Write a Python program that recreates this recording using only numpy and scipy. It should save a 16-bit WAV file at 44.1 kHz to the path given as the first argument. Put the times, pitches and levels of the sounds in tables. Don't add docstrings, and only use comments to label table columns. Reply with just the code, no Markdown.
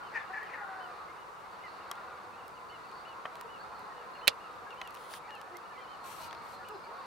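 import sys
import numpy as np
from scipy import signal
from scipy.fft import rfft, irfft, next_fast_len
from scipy.io import wavfile
from scipy.ndimage import uniform_filter1d, map_coordinates

SR = 44100
rng = np.random.default_rng(int(sys.argv[2]) if len(sys.argv) > 2 else 0)


def volts_from_db(level):
    exponent = np.asarray(level, float) / 20
    return 10 ** exponent


def master_out(mix):
    frames = np.transpose(np.atleast_2d(mix))
    ceiling = np.clip(frames, -1, 1)
    pcm = np.round(ceiling * 32767).astype(np.int16)
    wavfile.write(sys.argv[1], SR, pcm)


N = 311331
T = np.arange(N) / SR


def unit(x):
    return x / np.sqrt(np.mean(x ** 2) + 1e-20)


def along(points, hz):
    f, v = np.transpose(points)
    return np.interp(np.log(hz + 1), np.log(f + 1), v)


def wobble(knots_per_s, size=N):
    knots = rng.standard_normal(int(size * knots_per_s / SR) + 4)
    return map_coordinates(knots, [np.arange(size) * knots_per_s / SR])


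def humps(rows, slope_db):
    return sum(volts_from_db(db - slope_db * ((T - s) / half_s) ** 2) for s, half_s, db in rows)


def filtered(x, response):
    m = next_fast_len(N + 8192)
    return irfft(rfft(x, m) * response(np.fft.rfftfreq(m, 1 / SR)), m)[..., :N]


def resonances(modes):
    def response(f):
        total = 0
        for k, (c, w, db) in enumerate(modes):
            total = total + (-1) ** k * volts_from_db(db) * 1j * f * w / (c * c - f * f + 1j * f * w)
        return total
    return response


def placed(x, pan_db):
    return x * volts_from_db(np.array([[pan_db / 2], [-pan_db / 2]]))


def spread(pair, gain):
    # hz, side_minus_mid_db
    width_points = [(60, -18), (99, -2), (160, -0.5), (270, -3.5), (450, -5.5), (740, -10), (1220, -0.5),
                    (2010, -4.5), (3330, -5), (5500, -5.5), (9080, -1), (15000, -5)]

    def response(hz):
        turn = np.arctan(volts_from_db(along(width_points, hz)))
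        return gain(hz) * (hz < 15830) * [np.cos(turn), np.sin(turn)]
    mid, side = filtered(pair, response)
    return unit(np.array([mid + side, mid - side]))


def echoes(x):
    # hz, t60_s
    decay_points = [(200, 0.35), (2000, 0.19), (10000, 0.2)]
    hz, t, z = signal.stft(rng.standard_normal((2, SR // 2)), SR, nperseg=256)
    fade = volts_from_db(-60 * t / along(decay_points, hz)[:, None])
    tail = signal.istft(z * fade, SR, nperseg=256)[1]
    return signal.fftconvolve(np.atleast_2d(x), tail / np.linalg.norm(tail[0]), axes=1)[:, :N]


def span(start_s, length_s, fade_s):
    cut = slice(round(start_s * SR), min(N, round((start_s + length_s) * SR)))
    u = (T[cut] - start_s) / length_s
    to_edge_s = np.minimum(u, 1 - u) * length_s
    return cut, u, np.sin(np.clip(to_edge_s / fade_s, 0, 1) * np.pi / 2)


def burst(hz, width_hz, t60):
    t = T[:SR // 25]
    edges_hz = [max(hz - width_hz / 2, 50), min(hz + width_hz / 2, .45 * SR)]
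    band = signal.butter(2, edges_hz, "band", fs=SR, output="sos")
    snap = signal.sosfilt(band, rng.standard_normal(len(t)) * volts_from_db(-60 * t / t60))
    return snap / abs(snap).max()


def air():
    # hz, db_per_hz
    bed_points = [(15, -40.5), (25, -15), (170, -14), (255, -15), (462, -7.5), (605, -10), (984, -2.5),
                  (1360, -4), (1830, -23.5), (3140, -26), (4470, -29), (5250, -29), (15900, -41)]
    # peak_s, half_length_s, level_db
    gust_rows = [
        (0, 0.18, -66),
        (2.45, 0.4, -67),
        (3.65, 0.37, -62),
        (4.8, 0.46, -66),
        (6.25, 0.21, -56),
        (6.65, 0.2, -61),
    ]
    whine = resonances([(8750, 200, 0)])
    bed = spread(rng.standard_normal((2, N)), lambda hz: volts_from_db(along(bed_points, hz)) * (1 + 0.75 * abs(whine(hz))))
    treble = filtered(bed, lambda hz: (hz > 6000) & (hz < 15000))
    rumble = resonances([(130, 220, 0)])
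    wind = unit(filtered(rng.standard_normal((2, N)), lambda hz: abs(rumble(hz)) ** 2))
    gusts = volts_from_db(-71) + humps(gust_rows, slope_db=6.0)
    lumps = volts_from_db(-5.0 + 0.74 * np.array([wobble(12), wobble(12)]))
    return volts_from_db(-75 + 3.5 + 0.22 * wobble(2.65)) * bed / treble.std() + gusts * lumps * wind


def throats(count, low_hz, octaves, notes_per_s, jitter):
    out, step = np.zeros((2, N)), 50
    coarse_s = T[::step]
    size = len(coarse_s)
    for k in range(count):
        pitch_hz = low_hz * 2 ** (octaves * rng.uniform() + .13 * wobble(9 * step, size=size))
        cycles = np.cumsum(pitch_hz) * step / SR
        beat = np.arange(1, cycles[-1])
        pulse_s = np.interp(beat + jitter * rng.standard_normal(len(beat)), cycles, coarse_s)
        effort = np.clip(wobble(notes_per_s * step, size=size) - .3, 0, 1.4) / np.sqrt(pitch_hz)
        level_db = rng.normal(0, 1.6) + rng.normal(0, 2.5, len(pulse_s))
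        strength = np.interp(pulse_s, coarse_s, effort) * volts_from_db(level_db)
        out[k % 2] += np.bincount((pulse_s * SR).astype(int), strength, N)
    return unit(out - out.mean())


def crowd():
    # time_s, level_db
    loudness_points = [(0.0, -48), (0.79, -48), (1.12, -49.5), (1.36, -51.5), (2.02, -48), (2.54, -52.5),
                       (3.07, -49.5), (3.55, -50.5), (3.85, -49), (4.62, -49.5), (5.31, -51), (5.48, -52.5),
                       (5.7, -50.5), (6.49, -49.5), (6.8, -52), (7.06, -48.5)]
    # hz, db_per_hz
    roar_points = [(120, -17.5), (200, -9), (231, -18.5), (472, -8.5), (594, -10), (738, -7), (1130, 0),
                   (2140, -17), (2830, -21), (3080, -31.5), (3600, -24), (4680, -30), (7920, -120)]
    # peak_s, half_length_s, level_db
    surge_rows = [
        (.92, 0.15, -70),
        (2.9, 0.15, -71),
        (3.75, 0.23, -71),
        (6.25, 0.073, -57),
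        (6.6, 0.84, -66.5),
    ]
    roar_db = np.interp(T, *np.transpose(loudness_points))
    voices = throats(count=44, low_hz=331, octaves=1.9, notes_per_s=11, jitter=0.072)
    blur = voices + volts_from_db(1.5) * echoes(voices) + volts_from_db(2.0) * rng.standard_normal((2, N))
    roar = spread(blur, lambda hz: volts_from_db(along(roar_points, hz)))
    roar = roar / np.sqrt(uniform_filter1d(np.mean(roar ** 2, axis=0), size=6000) + 1e-9)

    chicks = throats(count=12, low_hz=914, octaves=1.1, notes_per_s=25, jitter=0.05)
    chicks = chicks + volts_from_db(1) * rng.standard_normal((2, N))
    squeal = spread(chicks, lambda hz: resonances([(4350, 900, 0)])(hz) ** 2)
    surge = volts_from_db(-68 + 1.5 * (roar_db - roar_db.mean()) + 3 * wobble(2.96))
    surge = surge + humps(surge_rows, slope_db=11.0)

    pipers = throats(count=16, low_hz=1700, octaves=.75, notes_per_s=30, jitter=.06)
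    chatter = spread(pipers + volts_from_db(4) * echoes(pipers), lambda hz: resonances([(2300, 1600, 0)])(hz) ** 2)
    return volts_from_db(-69) * chatter + volts_from_db(roar_db + 1.0) * roar + volts_from_db(-5.0) * surge * squeal


def sleeve():
    # start_s, length_s, level_db, swell_db, weave_index
    strokes = [
        (4.914, 0.21, -68.5, 8, 0),
        (5.084, .11, -59.5, 9, 0),
        (6.031, 0.265, -60, -2, 1),
        (6.4, .17, -70.5, 6, 1),
    ]
    # hz, width_hz, level_db
    weaves = [
        [(3354, 1400, 10), (10000, 930, 9), (14500, 2300, -1)],
        [(2330, 1200, 5.5), (4300, 700, 3.5), (5560, 630, 2.5), (8450, 1400, 3), (12300, 1700, 0.5)],
    ]
    grains = rng.standard_normal((2, N)) * volts_from_db(0.88 * wobble(300) + 1.6 * wobble(40))
    rubs = [spread(grains, lambda hz: abs(resonances(weave)(hz)) + 0.14 * (hz > 1500)) for weave in weaves]
    out = np.zeros((2, N))
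    for start_s, length_s, db, swell_db, weave in strokes:
        cut, u, edge = span(start_s, length_s, 0.041)
        gain = volts_from_db(db + 5.5 + swell_db * (u - .5)) * edge
        out[:, cut] += placed(gain * rubs[round(weave)][:, cut], .3 + 6.1 * round(weave))
    return out


def ticks():
    # start_s, peak_db, body_db, left_minus_right_db
    tick_rows = [(0.4324, -51, -59, -3), (1.655, -58, -60, 0), (1.9138, -32, -44, 9), (1.9148, -37, -42, 4),
                 (1.9545, -55, -44, 0.0), (2.4804, -48, -62, 7), (2.915, -54, -45, 0.0),
                 (3.254, -66, -56, 2), (3.3552, -48, -39, -0.5), (3.3684, -53, -52, 0.5),
                 (3.411, -40, -40, -7), (3.7938, -51, -54, 2), (4.7063, -64, -43, 5),
                 (4.744, -57, -52, 0.5), (4.8145, -47, -38, -8), (4.8514, -60, -50, -0.5),
                 (4.8747, -42, -38, -4), (4.9073, -46, -54, 7), (4.9445, -48, -51, 16),
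                 (4.9505, -39, -42, -7), (4.96, -62, -47, 0), (4.9714, -62, -42, -2),
                 (5.1098, -48, -56, -2), (5.1376, -50, -38, 7), (5.3066, -56, -39.5, 5),
                 (5.3522, -50, -51, 9), (5.4141, -46, -43, -3), (5.5691, -41.5, -44, -10),
                 (6.3101, -59, -39.5, 10), (6.329, -57, -39, 12), (6.3485, -57, -41, 8),
                 (6.6862, -41, -50, 6), (6.69, -46, -53, 12.5)]
    # start_s, peak_db
    knock_rows = [
        (1.9155, -37),
        (3.2565, -34),
        (4.8165, -34),
        (5.138, -33.5),
        (6.328, -37),
    ]
    out = np.zeros((2, N + SR))
    for s, db, body_db, pan_db in tick_rows:
        tick = volts_from_db(db) * burst(9400, 11900, t60=0.0075) + volts_from_db(body_db) * burst(2600, 3200, t60=0.013)
        out[:, round(s * SR):][:, :len(tick)] += placed(tick, pan_db)
    for s, db in knock_rows:
        knock = volts_from_db(db) * burst(1164, 1170, t60=0.037)
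        out[:, round(s * SR):][:, :len(knock)] += knock
    return out[:, :N]


def panels():
    # start_s, pitch_hz, peak_db, t60_s
    panel_rows = [(1.9137, 1150, -29, .03), (1.9142, 3250, -32, .02), (1.9140, 5500, -36, .01),
                  (1.9140, 10400, -39, .008), (1.9140, 9000, -40, .008), (3.2541, 1150, -28, .022),
                  (3.2545, 2500, -39, .025), (3.2548, 610, -36, .035), (3.2545, 1850, -34, .025),
                  (3.2546, 3100, -40, .025), (4.8153, 1000, -30, .03), (4.8148, 1950, -33, .02),
                  (4.8150, 2550, -33, .02), (4.8146, 4000, -37, .012), (4.8156, 3200, -34, .015),
                  (4.8150, 6300, -43, .012), (5.1378, 2300, -38, .015), (5.1378, 3800, -39, .012),
                  (5.1378, 4900, -40, .012)]
    out, t = np.zeros(N + SR), T[:SR // 25]
    for s, hz, db, t60 in panel_rows:
        decay = volts_from_db(db + 2.5 * wobble(400, size=len(t)) - 60 * t / t60)
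        attack = 1 - np.exp(-t / .0002)
        out[round(s * SR):][:len(t)] += decay * attack * np.sin(2 * np.pi * hz * t)
    return out[:N]


def switch():
    # start_s, peak_db, pitch_hz, brightness_db
    contacts = [
        (4.2734, -19, 3900, -33),
        (4.2737, -16.5, 2540, -27),
        (4.2781, -9, 3200, -7),
        (4.2786, -6, 3700, -6),
        (4.2807, -7.5, 2540, -12),
        (4.281, -11, 4500, -12),
        (4.284, -19, 2650, -22),
        (4.2862, -19, 2900, -20),
        (4.2849, -18, 3600, -20),
        (4.288, -28, 2940, -22),
    ]
    # hz, level_db, t60_s
    shell_modes = [(1240, -17, 0.05), (2650, -2, 0.023), (3370, -12.5, 0.041), (3600, -19, 0.086),
                   (3900, -14, .06), (4200, -12, 0.055), (4800, -13, 0.065), (7200, -24, .054),
                   (5450, -14, 0.04), (8900, -40, 0.06), (10100, -28, 0.065), (10790, -40, 0.059)]
    out, t = np.zeros(N), T[:SR // 25]
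    for s, db, pitch_hz, bright_db in contacts:
        ring = 0
        for hz, level_db, t60 in shell_modes:
            mode_db = level_db + rng.normal(0, 2.7) + 4.5 * wobble(430, size=len(t)) - 60 * t / t60
            ring = ring + volts_from_db(mode_db) * np.sin(2 * np.pi * hz * t)
        envelope = 1.6 * (1 - np.exp(-t / 0.00013)) * volts_from_db(-60 * t / 0.0035)
        snap = envelope * np.sin(2 * np.pi * pitch_hz * t)
        snap = snap + volts_from_db(bright_db) * burst(9000, 7000, t60=0.0031)
        rattle = volts_from_db(-15.5) * burst(2950, 3800, t60=0.045)
        out[round(s * SR):][:len(t)] += volts_from_db(db + 1.0) * (snap + rattle + volts_from_db(-19.5) * ring)
    out = filtered(out, lambda hz: 1j * hz / (110 + 1j * hz))

    jolt = np.zeros(N)
    shake = volts_from_db(-21) * burst(554, 127, t60=0.061) + volts_from_db(-36) * burst(200, 200, t60=0.05)
    jolt[round(contacts[1][0] * SR):][:len(t)] = shake
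    thud = np.zeros(N)
    thud[round(contacts[2][0] * SR):][:len(t)] = volts_from_db(-45 - 60 * t / .08) * np.sin(2 * np.pi * 90 * t)
    delayed = np.roll(out, 5)
    return thud + jolt * [[1], [-.75]] + placed(out, -8.5) + volts_from_db(-30) * np.array([delayed, -delayed])


def notes(rows, partials, top, bend, rasp_db, waver, droop, scoop=0., scoop_per_s=0., fade_s=0.015):
    out = np.zeros((2, N))
    for start_s, length_s, mid_hz, db, *slant_hz in rows:
        cut, u, edge = span(start_s, length_s, fade_s)
        rise = np.clip(1 - u / top, 0, 1)
        fall = np.clip((u - top) / (1 - top), 0, 1)
        depth = scoop + scoop_per_s * length_s
        arch = 1 - depth * rise ** (1.65 * bend) - droop * fall ** bend
        hz = mid_hz * arch + sum(slant_hz) * (u - .5)
        turn = 2 * np.pi * np.cumsum(hz * (1 + waver * wobble(119.0, size=len(u)))) / SR
        tone = sum(volts_from_db(level_db) * np.sin(ratio * turn) for ratio, level_db in partials)
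        gain = np.sqrt(2) * volts_from_db(db + rasp_db * wobble(90.5, size=len(u))) * edge
        out[:, cut] += placed(gain * tone, rng.normal(0, 0.91))
    return out


def callers():
    # start_s, length_s, top_hz, level_db, slant_hz
    whistle_rows = [(0.029, 0.067, 3075, -64.5, -151), (0.189, 0.035, 3575, -64.5, -1),
                    (0.271, 0.044, 2805, -67.5, -1), (0.421, 0.061, 3125, -64.5, -101),
                    (0.796, 0.077, 3055, -62.4, 40), (1.168, 0.084, 2945, -68.5, 60),
                    (1.618, 0.072, 2965, -65.5, -1), (1.801, 0.041, 2835, -65.5, -1),
                    (2.336, 0.031, 2705, -64.5, 501), (2.376, 0.044, 2875, -64.5, -201),
                    (2.426, 0.049, 2825, -69.5, 101), (2.552, 0.041, 2905, -67.5, -251),
                    (2.693, 0.079, 3005, -60.5, -1), (2.701, 0.021, 2755, -65.5, 201),
                    (2.841, 0.031, 2685, -66.5, 251), (3.046, 0.098, 2945, -59.9, -60),
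                    (3.481, 0.098, 2945, -62.4, -1), (3.956, 0.075, 2935, -65.2, -1),
                    (4.146, 0.034, 2815, -59.5, -1), (4.206, 0.124, 3035, -58.6, -1),
                    (4.396, 0.087, 2865, -62.8, -1), (4.701, 0.034, 2815, -58.5, -1),
                    (4.76, 0.142, 2990, -60.5, -260), (5.286, 0.092, 2865, -56.8, -40),
                    (5.336, 0.086, 3115, -67.2, -40), (5.646, 0.026, 2885, -67.5, 251),
                    (5.691, 0.034, 2885, -67.5, 251), (5.772, 0.094, 3165, -65, -101),
                    (5.869, 0.091, 3125, -61.4, -1), (6.211, 0.08, 2960, -65.2, -1),
                    (6.644, 0.076, 2945, -60.8, -1), (6.831, 0.044, 2355, -63.5, 101),
                    (6.846, 0.049, 2885, -69.5, 201)]
    # start_s, length_s, top_hz, level_db
    squeak_rows = [(1.51, .06, 4500, -65), (2.53, 0.069, 4550, -69), (2.57, 0.035, 4500, -75.5),
                   (2.68, 0.048, 4470, -65), (2.735, .04, 4020, -69), (2.83, .04, 4500, -70),
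                   (2.88, .035, 4570, -63), (2.9, .04, 4400, -65), (2.94, 0.065, 4500, -62),
                   (2.99, .05, 4600, -65), (3.06, 0.055, 4400, -67), (2.9, .04, 4900, -70),
                   (6.98, 0.028, 4480, -64), (6.53, .05, 4230, -61.5), (3.59, 0.059, 4510, -61.5),
                   (3.74, 0.054, 4420, -64), (5.33, 0.068, 4140, -69), (6.0, 0.062, 4260, -64),
                   (6.83, 0.035, 4430, -61.5), (6.855, .03, 4600, -65)]
    # start_s, length_s, middle_hz, level_db, slant_hz
    peep_rows = [(1.075, 0.045, 2120, -62, 250), (1.27, .035, 1950, -66, -150),
                 (1.632, 0.048, 2070, -56.5, -180), (3.595, 0.04, 1620, -58, 200),
                 (4.66, .035, 1650, -56, 40), (4.83, .04, 1930, -63, 40), (5.27, 0.056, 1880, -59, -420),
                 (5.33, 0.098, 1770, -66, 30), (5.43, .1, 1810, -67, 120), (5.538, 0.034, 2060, -58, 443),
                 (5.76, 0.057, 2060, -63, -20), (5.7, 0.035, 1780, -60.5, -150), (6.2, .06, 2400, -67, 300),
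                 (5.8, .04, 2380, -66, 0), (2.315, .045, 2600, -71, -150), (2.72, .04, 2150, -65, 40),
                 (4.13, .11, 4300, -69.5, 58), (5.23, .05, 2350, -66, 100), (5.73, .04, 2350, -65, -300),
                 (6.58, .07, 1740, -63, -60), (6.34, .2, 2230, -69, 0), (3.89, .05, 1880, -65, 0)]
    # start_s, length_s, middle_hz, level_db, slant_hz
    wail_rows = [
        (.28, 0.12, 763, -52, 92),
        (.55, 0.2, 795, -50.5, -110),
        (.74, 0.173, 734, -53, -41),
    ]
    # start_s, length_s, middle_hz, level_db, slant_hz
    thread_rows = [
        (6.7, .19, 5000, -73, -290),
        (6.73, .05, 4080, -68, -30),
    ]
    # start_s, length_s, middle_hz, level_db, slant_hz
    cry_rows = [(1, 0.046, 1155, -51.5, -33), (3.7, 0.056, 1100, -52, 177), (3.78, .17, 1037, -55.5, 47),
                (4.07, 0.049, 1040, -52, 13), (6.02, 0.053, 1085, -48.5, -68),
                (6.18, 0.045, 1060, -50, -160), (6.22, .11, 940, -52.5, -20), (6.33, .09, 930, -55, -20),
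                (6.73, 0.055, 1107, -51, -200), (4.21, .05, 1290, -53, 0), (.88, .07, 1240, -54, 120),
                (.7, .07, 1470, -55, -40), (6.24, .11, 1380, -57, -20), (5.61, .06, 1350, -59, 120),
                (5.82, .06, 1080, -53, -100), (5.28, .1, 860, -54, -40), (3.86, .08, 1120, -54, 0),
                (.2, .1, 1260, -56, 80), (6.86, 0.072, 952, -50.5, 14), (6.91, 0.12, 1111, -50.5, 31),
                (.57, 0.09, 1450, -50, -40), (.8, .09, 1426, -55, 80), (1.94, 0.086, 1405, -52.5, 40),
                (2.07, 0.078, 1450, -55.5, -70), (0, 0.043, 1403, -50, -200),
                (3.715, 0.07, 1340, -53, -220), (3.14, .06, 1040, -53, 120), (3.34, .1, 990, -54, 30),
                (2.91, .05, 1080, -54, 80), (3.63, .04, 1280, -54, -60), (5.94, .04, 1100, -53, 0),
                (6.6, 0.057, 1430, -54, 0), (6.69, 0.033, 1262, -53, -28)]
    # start_s, length_s, middle_hz, level_db, slant_hz
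    moan_rows = [
        (3.44, 0.036, 466, -47, 28),
        (6.69, 0.079, 430, -46, -25),
        (6.915, 0.07, 700, -52, 153),
        (6.87, 0.058, 440, -52, 116),
        (5.77, .06, 520, -52, 120),
        (5.5, .07, 360, -52, 30),
        (5.47, .04, 750, -52, 0),
    ]
    whistles = notes(whistle_rows, [(1, 0), (2, -32)], top=.34, bend=2.9, rasp_db=2.2, waver=.003,
                     droop=0.141, scoop=.04, scoop_per_s=2.33, fade_s=.008)
    squeaks = notes(squeak_rows, [(1, -5), (.955, -14), (1.04, -15)], top=.5, bend=1.5, rasp_db=3.5,
                    waver=.013, droop=.03, scoop=.025)
    peeps = notes(peep_rows, [(1, 3.5), (2, -31)], top=0.4, bend=1.27, rasp_db=2, waver=0.0096,
                  droop=0.031, scoop=0.029)
    wails = notes(wail_rows, [(.5, -21.5), (1, -1.5), (1.5, -12), (2, -6), (2.5, -14)], top=0.61, bend=0.99,
                  rasp_db=2.5, waver=.009, droop=-0.0088, scoop=-0.0201)
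    threads = notes(thread_rows, [(1, 0)], top=.5, bend=1.5, rasp_db=1.5, waver=.002, droop=.001)
    cries = notes(cry_rows, [(1, 0), (2 / 3, -12), (4 / 3, -12)], top=0.56, bend=0.85, rasp_db=2.5,
                  waver=0.015, droop=0.029, scoop=.02)
    moans = notes(moan_rows, [(1, -5.0), (2, -8.5), (3, -34)], top=0.52, bend=2.1, rasp_db=2.0,
                  waver=0.006, droop=0.18, scoop=0.13)
    return threads + whistles + squeaks + peeps + wails + cries + moans


def hoarse(rows, pulse_hz, breath, modes):
    effort = 0
    for s, held_s, db in rows:
        rise_db = 600 * np.clip(s - T, 0, 1)
        fall_db = 480 * np.clip(T - s - held_s, 0, 1)
        effort = effort + volts_from_db(db - rise_db - fall_db)
    cycles = np.cumsum(pulse_hz * volts_from_db(.9 * wobble(50)) / SR)
    beats = np.diff(np.floor(cycles), prepend=0)
    drive = unit(beats * volts_from_db(rng.normal(0, 5.2, N))) + breath * rng.standard_normal(N)
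    mouth = resonances([(1900, 1200, 0)])
    return effort * unit(filtered(drive, lambda hz: resonances(modes)(hz) * (mouth(hz) + 0.034)))


def barks():
    # start_s, held_s, level_db
    bark_rows = [
        (.155, 0.016, -40.5),
        (.2, 0.032, -53.5),
        (.34, 0.046, -50),
        (.41, 0.02, -53),
        (.46, .01, -54),
        (.5, 0.016, -56),
        (.535, 0.021, -51),
    ]
    # start_s, length_s, middle_hz, level_db, slant_hz
    yelp_rows = [
        (.148, .045, 1810, -37.5, -200),
        (.19, .055, 1760, -58, -30),
        (.325, 0.075, 1750, -45.5, -30),
        (.4, .045, 1860, -52, 0),
        (.53, 0.036, 1850, -44, -220),
        (.335, .04, 1870, -48.5, -40),
        (.41, .04, 1700, -52, 0),
        (.52, .04, 2210, -55, -40),
        (.48, .04, 2400, -58, -200),
        (.57, .06, 1850, -55, -80),
    ]
    # start_s, held_s, level_db
    wheeze_rows = [
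        (.58, 0.26, -49),
    ]
    # hz, width_hz, level_db
    throat_modes = [(1700, 290, 19.5), (2570, 660, 10), (1390, 300, -8), (2900, 500, -27), (4900, 2000, 1)]
    # hz, width_hz, level_db
    gape_modes = [(1100, 250, -8), (1450, 220, -5.5), (1720, 200, -12), (2000, 300, -34)]
    bark = hoarse(bark_rows, pulse_hz=190, breath=1.8, modes=throat_modes)
    yelps = notes(yelp_rows, [(1, 0), (4 / 3, -20), (.5, -14)], top=.3, bend=1.5, rasp_db=4.2, waver=.02,
                  droop=.01, scoop=.03, fade_s=.012).mean(axis=0)
    wheeze = hoarse(wheeze_rows, pulse_hz=365, breath=0.35, modes=gape_modes)
    return placed(bark + yelps + volts_from_db(-3.5) * wheeze, 4.7)


def scene():
    night = air() + crowd() + sleeve()
    hand = ticks() + panels() + switch()
    birds = callers() + barks()
    return night + hand + birds + volts_from_db(-6.5) * echoes(birds)


def band_limit(x):
    return signal.sosfilt(signal.butter(12, 16650, fs=SR, output="sos"), x)


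def record(dry):
    soft = dry / (1 + abs(dry / .75) ** 4) ** .25
    mix = filtered(soft, lambda hz: (hz < 16200) * hz ** 2 / (hz ** 2 + 36 ** 2))
    return band_limit(mix)


dry = scene()
out = record(dry)
master_out(out)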